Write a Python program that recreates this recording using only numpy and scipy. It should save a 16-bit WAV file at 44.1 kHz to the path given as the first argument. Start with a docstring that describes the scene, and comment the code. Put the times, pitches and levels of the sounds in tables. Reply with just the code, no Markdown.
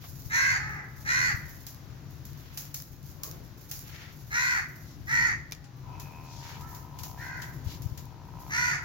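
"""Crows in a brick courtyard

A crow caws harshly from a tree, its syrinx pulses filtered by throat and beak; the walls scatter and
echo each caw, and a second crow answers from afar. Leaves flick and rustle and twigs click close to a
hand-held microphone, which takes a few soft bumps and knocks. Behind lie a few far birds, a distant
engine that revs and fades, and a low village rumble."""
import sys
import numpy as np
from scipy import signal
from scipy.fft import rfft, irfft, next_fast_len
from scipy.io import wavfile
from scipy.ndimage import uniform_filter1d, minimum_filter1d, map_coordinates

SR = 44100
rng = np.random.default_rng(int(sys.argv[2]) if len(sys.argv) > 2 else 0)


def log_audio(samples):
    """Write samples as a 16-bit WAV file to the path given in sys.argv[1]."""
    # one column per channel
    frames = np.atleast_2d(samples).T
    # limit to full scale, then quantise
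    limited = np.clip(frames, -1, 1)
    pcm = np.round(limited * 32767).astype(np.int16)
    wavfile.write(sys.argv[1], SR, pcm)


N = 389844
TIME = np.arange(N) / SR

# Caws: (time [s], length [s], nominal pitch [Hz], scoop time [s], level [dB], rattle rate [Hz],
# throat resonance [Hz], its height [dB], beak resonance [Hz], its height [dB], treble gain [dB],
# left port lag [ms], relative echo level [dB], tail gain [dB])
CAWS = [(0.298, 0.28, 521, .14, -28, 80, 1705, 5, 4100, 14.5, -2, -0.28, -17, -6.5),
        (.575, 0.24, 428.6, 0.029, -44, 72, 760, 6, 4170, 9, -11.5, -0.23, -12.5, -3),
        (1.049, 0.28, 503, 0.086, -28.5, 81, 1740, 4, 4090, 13.5, -1, -0.27, -41, -10),
        (3.88, 0.17, 472.4, .09, -62, 85, 2250, 5, 4200, 4, 3, 0, -30, 2.5),
        (4.305, 0.3, 499.6, 0.092, -29, 72, 1590, 3.5, 4100, 12, -2.5, 0.24, -37, -11),
        (5.07, 0.26, 477.2, 0.073, -27.5, 70.6, 1910, 7, 4170, 9, -2.5, 0.23, -36, -14.5),
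        (6.571, .2, 446, .09, -59, 66, 1250, 16.5, 4200, 4, -9, 0, -30, -3),
        (7.164, 0.28, 508.4, 0.094, -50, 62, 1620, 10, 4170, 14, -3, -0.06, -23, 3),
        (8.495, 0.27, 487.5, 0.093, -30.5, 71, 1620, 2, 4220, 7.5, -0.5, -0.22, -4.5, -9)]
def crows():
    """Path difference: a caw reaches the two microphone ports a little apart, then its reflections."""
    out = np.zeros((2, N))
    for s, length, pitch_hz, scoop_s, db, *timbre, lag_ms, echo_db, tail_db in CAWS:
        call = amp(db) * caw(length, pitch_hz, scoop_s, *timbre)
        add(out, s, filtered(call, lambda hz: np.exp(1j * np.pi * np.outer([-1, 1], hz) * lag_ms / 1000)))
        add(out, s, signal.fftconvolve(call[None], courtyard(echo_db, tail_db), axes=1))
    return out


# Response of the throat and open beak: (frequency [Hz], gain [dB])
VOCAL_TRACT = [(520, -40), (750, -16.5), (1020, -17), (1200, -10), (1480, -6), (2000, 0.5), (2250, -6.5),
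               (2550, -13.5), (3050, -27), (3650, -26.5), (4400, -23.5), (5200, -20.5), (5900, -14.5),
               (7200, -19), (16000, -38)]
def caw(length, pitch_hz, scoop_s, rattle_hz, throat_hz, throat_db, beak_hz, beak_db, treble_db):
    """Source-filter model: the sound of the syrinx rings through the throat, then the beak."""
    def throat(hz):
        formant_db = throat_db * peak(hz, throat_hz, width=150)
        shelf_db = along([(1900, 0), (3400, treble_db)], hz)
        return amp(along(VOCAL_TRACT, hz) + formant_db + shelf_db)
    voice = filtered(syrinx(length, pitch_hz, scoop_s, rattle_hz), throat)
    return unit(beak(voice, length, beak_hz, beak_db))


# Hiss in the syrinx: (frequency [Hz], mixing share [0-1])
HISS_SHARE = [(2000, .06), (5000, .11)]
def syrinx(length, pitch_hz, scoop_s, rattle_hz, drop_s=.08, attack_s=.066, sag_s=.081):
    """Modulation: an uneven rattle chops the pulses and tugs their pitch, giving harmonics sidebands."""
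    size = int(length * SR)
    t = np.arange(size) / SR
    # the pitch scoops up, arches gently and drops away; the effort swells, holds and sags
    bend = 1 - .18 * ramp_down(t, scoop_s) ** 2 - .25 * ramp_down(length - t, drop_s) ** 2
    bend *= 1 + .06 * (np.sin(np.pi * t / length) - np.sin(np.pi / 3))
    effort_db = -20.5 * ramp_down(t, attack_s) ** 2 - 6.5 * ramp_down(length - t, sag_s)
    flap = phase_of(rattle_hz * (1 + .15 * wobble(89.9, size)))
    jitter = .018 * wobble(500, size)
    phase = phase_of(pitch_hz * bend * (1 + .05 * np.sin(flap) + jitter))
    pulses = unit(np.cos(np.outer(np.arange(1, 31), phase)).sum(0))
    hiss = unit(rng.standard_normal(size) * (1 + np.cos(phase)))
    voiced = filtered(pulses, lambda hz: np.sqrt(1 - along(HISS_SHARE, hz)))
    rasp = filtered(hiss, lambda hz: np.sqrt(along(HISS_SHARE, hz)))
    chop = np.exp(.35 * np.cos(flap))
    edges = np.clip(np.minimum(t, length - t) / .0016, 0, 1)
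    return (voiced + rasp) * amp(effort_db) * chop * edges


# Upper resonances of the beak: (starting frequency [Hz], half-width [Hz], height [dB])
BEAK_FORMANTS = [(5870, 170, 2.5), (6430, 180, 2)]
def beak(x, length, beak_hz, beak_db, climb=.125, flicker_db=3, sag_db=3):
    """Formant shift: resonances climb as the beak opens; the treble flickers and dulls as air runs out."""
    hz, frames, spectra = signal.stft(x, SR, nperseg=512)
    progress, hz = frames / length, hz[:, None]
    rise = 1 + climb * progress ** 2
    formants = [(beak_hz, 145, beak_db), *BEAK_FORMANTS]
    db = sum(height * peak(hz, start_hz * rise, width) for start_hz, width, height in formants)
    patches = uniform_filter1d(rng.standard_normal(spectra.shape), size=3, axis=0)
    patches = unit(uniform_filter1d(patches, size=7, axis=1))
    treble = along([(2500, .15), (4000, 1)], hz)
    db += (flicker_db * patches - sag_db * (progress - .5)) * treble
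    return signal.istft(spectra * amp(db), SR, nperseg=512)[1][:len(x)]


# Reverberation of the yard: (frequency [Hz], T60 [s])
YARD_DECAY = [(200, 0.87), (1500, 0.71), (2400, 0.62), (5000, 0.56), (14000, 0.17)]
def courtyard(echo_db, tail_db, near_db=-1, near_t60=.28, echo_s=.31, echo_spread_s=.13):
    """Impulse response: early reflections off walls and leaves, a diffuse tail and a far wall's echo."""
    t = np.arange(SR) / SR
    hz, frames, spectra = signal.stft(rng.standard_normal((2, SR)), SR, nperseg=256)
    spectra *= decay(frames, along(YARD_DECAY, hz)[:, None])
    tail = signal.istft(spectra, SR, nperseg=256)[1][:, :SR]
    sparse = rng.standard_normal((2, SR)) * (rng.random((2, SR)) < .01)
    near = coloured(sparse * decay(t, near_t60) * (t > .002), [(2000, -.31), (4500, -.2)])
    echo = rng.standard_normal((2, SR)) * np.exp(-((t - echo_s) / echo_spread_s) ** 2)
    far = coloured(echo, [(800, 14), (1800, 9), (4000, -15)])
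    return (amp(near_db) * near + amp(tail_db) * unit(tail) + amp(echo_db - 11.5) * far) / np.sqrt(SR)


# Leaf flicks: (time [s], swish level [dB], tick over swish [dB], stalk knock level [dB])
FLICKS = [(1.667, -40.5, 3, -47), (2.253, -47.5, 6, -70), (2.574, -34, 2, -41), (2.743, -34, 7.5, -56),
          (3.234, -35, 6.5, -56), (3.713, -36.5, 8, -43), (5.522, -65, 1, -42.5), (5.642, -70, 3, -51.5),
          (5.998, -44.5, -1, -45.5), (6.61, -52, 3, -50), (6.748, -46.5, 3, -51), (6.988, -45, 4, -42.5),
          (7.034, -39.5, 2, -40), (7.419, -46, -3, -38.5), (7.82, -46.5, 5, -51), (7.976, -47.5, 6, -44),
          (8.472, -57, -1, -60)]
# Spectrum of leaf contact: (frequency [Hz], relative level [dB])
LEAF_SPECTRUM = [(300, -13), (2000, -6.5), (3200, -8.5), (5000, 2), (6500, 5.5), (10000, 4.5), (15500, 4.5)]
def leaf_flicks(tick_t60=.022, swish_t60=.38, stalk_t60=.17, crackle_db=2, echo_s=.079):
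    """Impact: a leaf snaps free with a tick and a stalk knock, and a swish decays after it."""
    out, t = np.zeros((2, N)), np.arange(SR // 3) / SR
    stalk_spectrum = [(500, -4), (1600, 0), (6000, 3), (9000, 9.5), (13000, -13)]
    for s, db, tick_db, knock_db in FLICKS:
        tick = amp(tick_db) * decay(t, tick_t60)
        swish = amp(crackle_db * wobble(1500, len(t))) * decay(t, swish_t60)
        leaf = amp(db) * coloured(rng.standard_normal((2, len(t))), LEAF_SPECTRUM)
        stalk = amp(knock_db) * coloured(rng.standard_normal((2, len(t))), stalk_spectrum)
        add(out, s, (tick + swish) * leaf + decay(t, stalk_t60) * stalk)
        add(out, s + echo_s, amp(tick_db - 2) * decay(t, .011) * leaf)  # a wall returns the tick's edge
    return panned(1) * out


# Lulls in the rustling: (time [s], length [s], depth [dB])
LULLS = [(0.725, 0.27, 10), (4.7, 2.6, 5.5), (8.026, 0.23, 20)]
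def rustle(level_db=-59, touches_per_s=9, touch_db=5, touch_t60=.31, attack_s=.0035, crackle_db=2):
    """Friction noise: foliage hisses finely, swelling at random touches that rise fast and die away."""
    db = level_db - 2.4 * wobble(3.17) - sum(depth * arch(s, length) for s, length, depth in LULLS)
    touches = rng.random(N) < touches_per_s / SR
    t = np.arange(SR // 3) / SR
    touch = amp(touch_db) * decay(t, touch_t60) * (1 - np.exp(-t / attack_s))
    contact = .5 + signal.fftconvolve(touches, touch)[:N]
    grains = rng.standard_normal((2, N)) * amp(crackle_db * wobble(630))
    return amp(db) * contact * panned(-2) * coloured(grains, LEAF_SPECTRUM)


# Twig clicks: (time [s], relative level [dB])
TWIG_CLICKS = [(5.512, -40), (5.522, -27.5), (5.527, -34), (5.5315, -34), (5.55, -43), (2.802, -37),
               (3.741, -44)]
# Modes of a twig: (frequency [Hz], gain [dB], T60 [s])
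TWIG_MODES = [(2350, -9.5, 0.032), (3553, -20.5, 0.058), (5140, -5, 0.015), (5570, 3, .005),
              (6370, -3, .007), (11000, -5, .006), (13730, -9, .004)]
def twigs():
    """Impulse excitation: twigs crack and ring, singly or in a quick run."""
    return amp(-4.5) * struck(TWIG_CLICKS, TWIG_MODES, crack_db=5, crack_t60=.0062)


# Finger knocks: (time [s], level [dB])
KNOCKS = [(.041, -42), (.048, -46)]
# Modes of the microphone casing: (frequency [Hz], gain [dB], T60 [s])
CASING_MODES = [(725, -5, .03), (1150, -0.5, 0.019), (1470, -9, .02), (2150, -12, .012)]
def knocks():
    """Structure-borne sound: fingers tap the casing and ring its damped modes."""
    return struck(KNOCKS, CASING_MODES, crack_db=-8, crack_t60=.006)


# Bumps on the microphone body: (time [s], level [dB], frequency [Hz])
BUMPS = [(.265, -27, 94), (.7, -31, 103), (1.348, -23.5, 99), (7.672, -21.5, 79), (7.864, -20.5, 109),
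         (7.925, -25, 88.4)]
def bumps(width_s=.006, right_db=-16):
    """Handling noise: each bump is a cycle or two of low-frequency pressure, mostly at the left port."""
    out, t = np.zeros(N), np.arange(-SR // 30, SR // 30) / SR
    for s, db, hz in BUMPS:
        add(out, s + t[0], amp(db) * np.sin(2 * np.pi * hz * t) * np.exp(-(t / width_s) ** 2))
    return out * amp([[0], [right_db]])


# Soft scuffs: (time [s], length [s], level [dB], centre [Hz], half-width [octaves])
SCUFFS = [(.0, 0.089, -48, 1340, 12), (1.661, .5, -61.5, 845, 1.3), (2.248, 0.59, -56, 1240, 2.1),
          (3.135, 0.37, -54.5, 363, 1.1), (3.181, 0.19, -56, 1095, 0.12), (3.801, 0.38, -50.5, 1920, 1.4),
          (4.805, 0.18, -56.5, 6000, 0.77), (6.215, .42, -50.5, 5560, 0.68), (6.387, 0.24, -49.5, 1800, 1),
          (7.155, 0.17, -51.5, 5530, 1.5), (7.642, 0.15, -47, 4470, 1.4)]
def scuffs(grit_db=1.5):
    """Band-limited friction noise: short gritty scrapes swell and fade."""
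    out = np.zeros((2, N))
    for s, length, db, centre_hz, octaves in SCUFFS:
        size = int(length * SR)
        grit = rng.standard_normal((2, size)) * amp(grit_db * wobble(121.9, size))
        scrape = unit(filtered(grit, lambda hz: peak(np.log2((hz + 1) / centre_hz), 0, octaves)))
        add(out, s, amp(db) * scrape * np.sin(np.linspace(0, np.pi, size)))
    return out


# Notes of far birds: (time [s], length [s], pitch [Hz], level [dB], waver [share of pitch])
BIRD_NOTES = [(4.042, 0.044, 1900, -55, .07), (5.57, .13, 820, -62, 0.0088), (5.7, .11, 1160, -66, .015)]
def far_birds():
    """Frequency modulation: short tones waver at random, softened by the yard's reverberation."""
    out = np.zeros((2, N))
    for s, length, hz, db, waver in BIRD_NOTES:
        size = int(length * SR)
        phase = phase_of(hz * (1 + waver * wobble(397, size)))
        note = amp(db) * np.sin(phase) * np.sin(np.linspace(0, np.pi, size))
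        add(out, s, note)
        add(out, s, signal.fftconvolve(note[None], courtyard(echo_db=-30, tail_db=-8), axes=1))
    return out


# Engine speed: (time [s], firing rate [Hz], evenness [0-1])
ENGINE_SPEED = [(5.8, 73, .15), (6.0, 76.5, .3), (6.17, 79.6, .9), (6.4, 78.4, .93), (6.57, 76.6, .85),
                (6.7, 72.5, .5), (6.83, 64.5, .35), (7.0, 64.6, .7), (7.12, 63.6, .7), (7.2, 66.5, .75),
                (7.38, 63.8, .75), (7.55, 54, .5), (7.87, 49.5, .4), (8.2, 54.5, .9), (8.42, 64, .88)]
def engine_firings(strength_spread_db=2, street_t60=.3):
    """Scattering: the streets smear a train of firing pulses; noise takes over as evenness falls."""
    rate, evenness = curves(ENGINE_SPEED)
    count = np.floor(np.cumsum(rate * (1 + .001993 * wobble(12))) / SR)
    firings = np.diff(count, prepend=0) * amp(strength_spread_db * rng.standard_normal(N))
    t = np.arange(SR // 4) / SR
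    streets = rng.standard_normal((2, len(t))) * decay(t, street_t60)
    scattered = signal.fftconvolve(firings[None], streets, axes=1)[:, :N]
    pulses = unit(unit(firings) + .5 * unit(scattered))
    return np.sqrt(evenness) * pulses + np.sqrt(1 - evenness) * rng.standard_normal((2, N))


# Loudness of the engine: (time [s], relative level [dB])
ENGINE_LEVEL = [(5.5, -87), (5.82, -66), (5.89, -53.5), (6.15, -57.5), (6.6, -55), (6.85, -57), (7.1, -54),
                (7.4, -53), (7.58, -61.5), (7.93, -63.5), (8.23, -59), (8.4, -53), (8.8, -57)]
# Responses of the exhaust and of the buzz: (frequency [Hz], relative gain [dB])
EXHAUST_RESPONSE = [(450, -37), (680, -12.5), (800, -5.5), (890, -15), (960, 1), (1030, 3.5), (1110, -10),
                    (1290, -5.5), (1550, -22), (3000, -22.5), (6000, -53)]
BUZZ_RESPONSE = [(1800, -7), (2250, 5), (2530, 23), (2800, -3), (3400, -33)]
def engine(pipe_hz=978, pipe_t60=.03, ring_db=-4.5, buzz_db=-6):
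    """Forced resonance: firings ring a distant exhaust pipe, with a brief buzz under full load."""
    source = engine_firings()
    t = np.arange(SR // 10) / SR
    pipe = np.sin(2 * np.pi * pipe_hz * t) * decay(t, pipe_t60)
    ring = amp(ring_db) * unit(signal.fftconvolve(source, pipe[None], axes=1)[:, :N])
    buzz = amp(buzz_db) * arch(s=5.88, length=.52) * coloured(source, BUZZ_RESPONSE)
    db, = curves(ENGINE_LEVEL)
    fade_in = np.clip((TIME - ENGINE_LEVEL[0][0]) * 10, 0, 1)
    return amp(db + 2 + .5 * wobble(11)) * fade_in * (ring + coloured(source, EXHAUST_RESPONSE) + buzz)


# Slow drift of the rumble: (time [s], relative level [dB])
RUMBLE_DRIFT = [(0.0, -49), (0.86, -45), (1.55, -49), (5.05, -48.5), (5.22, -43), (5.46, -50),
                (5.88, -47.5), (7.53, -45), (7.88, -44.5), (8.3, -47.5), (8.84, -44.5)]
# Spectra of the rumble and the open air: (frequency [Hz], relative level [dB])
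RUMBLE_SPECTRUM = [(20, -51), (42, -6.5), (90, -4), (140, 4), (170, -6), (210, -13), (300, -12), (500, -27),
                   (1000, -27.5), (4000, -71)]
AIR_SPECTRUM = [(100, 5), (500, -1), (900, -4), (1500, -2), (3000, -10.5), (6000, -9.5), (16000, -35)]
def village(rumble_db=-47, air_db=-59):
    """Coherence: the ports share the rumble, but air is diffuse and buffeting falls mostly on the left."""
    drift_db, = curves(RUMBLE_DRIFT)
    db = rumble_db + drift_db - drift_db.mean() + wobble(4.4)
    coherent = rng.standard_normal(N) + .13 * rng.standard_normal((2, N))
    rumble = amp(db) * panned(.5) * coloured(coherent, RUMBLE_SPECTRUM)
    buffet = coloured(rng.standard_normal((2, N)), [(20, -47), (45, -6), (95, 3.5), (200, -14), (500, -35.5)])
    air = coloured(rng.standard_normal((2, N)) + .55 * rng.standard_normal(N), AIR_SPECTRUM)
    buffet *= amp(db - 2 + 2 * wobble(7)) * amp([[0], [-10]])
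    return rumble + buffet + amp(air_db + wobble(2.63)) * air


def struck(hits, modes, crack_db, crack_t60):
    """Modal superposition: each hit gives a noise crack and a sum of damped sines."""
    out, t = np.zeros((2, N)), np.arange(SR // 10) / SR
    for s, db in hits:
        ring = np.zeros((2, len(t)))
        for hz, mode_db, t60 in modes:
            envelope = amp(mode_db + rng.normal(0, 2.2, (2, 1))) * decay(t, t60)
            ring += envelope * np.sin(2 * np.pi * hz * t + rng.random((2, 1)) * np.pi)
        crack = amp(crack_db) * decay(t, crack_t60) * rng.standard_normal((2, len(t)))
        add(out, s, amp(db) * (ring + crack))
    return out


def amp(db):
    """Amplitude ratio of a level."""
    return 10 ** (np.asarray(db) / 20)


def unit(x):
    """Normalisation to rms 1."""
    return x / np.sqrt(np.mean(x ** 2) + 1e-20)


def decay(t, t60):
    """Exponential decay, 60 dB in t60 seconds."""
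    return amp(-60 * t / t60)


def ramp_down(t, length):
    """Linear fall from 1 to 0."""
    return np.maximum(1 - t / length, 0)


def phase_of(hz):
    """Phase as the integral of frequency."""
    return 2 * np.pi * np.cumsum(hz) / SR


def peak(x, centre, width):
    """Lorentzian resonance of height 1."""
    return 1 / (1 + ((x - centre) / width) ** 2)


def arch(s, length):
    """Half sine of height 1, starting at time s."""
    return np.sin(np.pi * np.clip((TIME - s) / length, 0, 1))


def along(points, hz):
    """Interpolation on a log frequency axis."""
    knots_hz, values = np.transpose(points)
    return np.interp(np.log(hz + 1), np.log(knots_hz + 1), values)


def curves(rows):
    """Linear interpolation in time of each column after the first."""
    times, *columns = np.transpose(rows)
    return [np.interp(TIME, times, column) for column in columns]


def wobble(rate, size=N):
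    """Smooth random curve, rate knots a second."""
    return map_coordinates(rng.standard_normal(int(size * rate / SR) + 4), [np.arange(size) * rate / SR])


def filtered(x, response):
    """Filtering by multiplication of the spectrum."""
    n = x.shape[-1]
    padded = next_fast_len(n + SR // 10)
    return irfft(rfft(x, padded) * response(np.fft.rfftfreq(padded, 1 / SR)), padded)[..., :n]


def coloured(x, points):
    """Spectral shaping by (frequency [Hz], gain [dB]) points, at rms 1."""
    return unit(filtered(x, lambda hz: amp(along(points, hz))))


def panned(db):
    """Left and right gains for a level difference."""
    return amp([[db / 2], [-db / 2]])


def add(track, s, x):
    """Superposition of x on the track at time s."""
    start = max(round(s * SR), 0)
    part = track[..., start:start + x.shape[-1]]
    part += x[..., :part.shape[-1]]


def scene():
    """Superposition of all the sources in the yard."""
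    return (crows() + far_birds() + leaf_flicks() + twigs() + knocks() + rustle() + scuffs() + bumps()
            + village() + engine())


# Notch of the microphone ports: (frequency [Hz], gain [dB])
PORT_NOTCH = [(6000, 0.5), (7200, -2), (8000, -16.5), (8600, -24), (9600, -10.5), (12000, -0.5),
              (15000, 0.5)]
# Colour of the two ports: (frequency [Hz], left over right [dB])
PORT_BALANCE = [(50, 7), (250, 2.5), (550, 7.5), (1000, 3), (1500, -1.5), (2100, -0.5), (4500, 5),
                (8000, 0.5), (13000, -4.5)]
def record(dry, ceiling=.26, top_hz=16000):
    """Transducer response: the ports colour the sound, a limiter holds peaks, a low-pass ends the band."""
    def ports(hz):
        return amp(along(PORT_NOTCH, hz) + np.outer([.5, -.5], along(PORT_BALANCE, hz)))
    ported = filtered(dry, ports)
    needed = np.minimum(1, ceiling / (np.abs(ported).max(0) + 1e-9))
    gain = uniform_filter1d(minimum_filter1d(needed, size=300), size=300)
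    return filtered(ported * gain, lambda hz: hz < top_hz)


dry = scene()
out = record(dry)
log_audio(out)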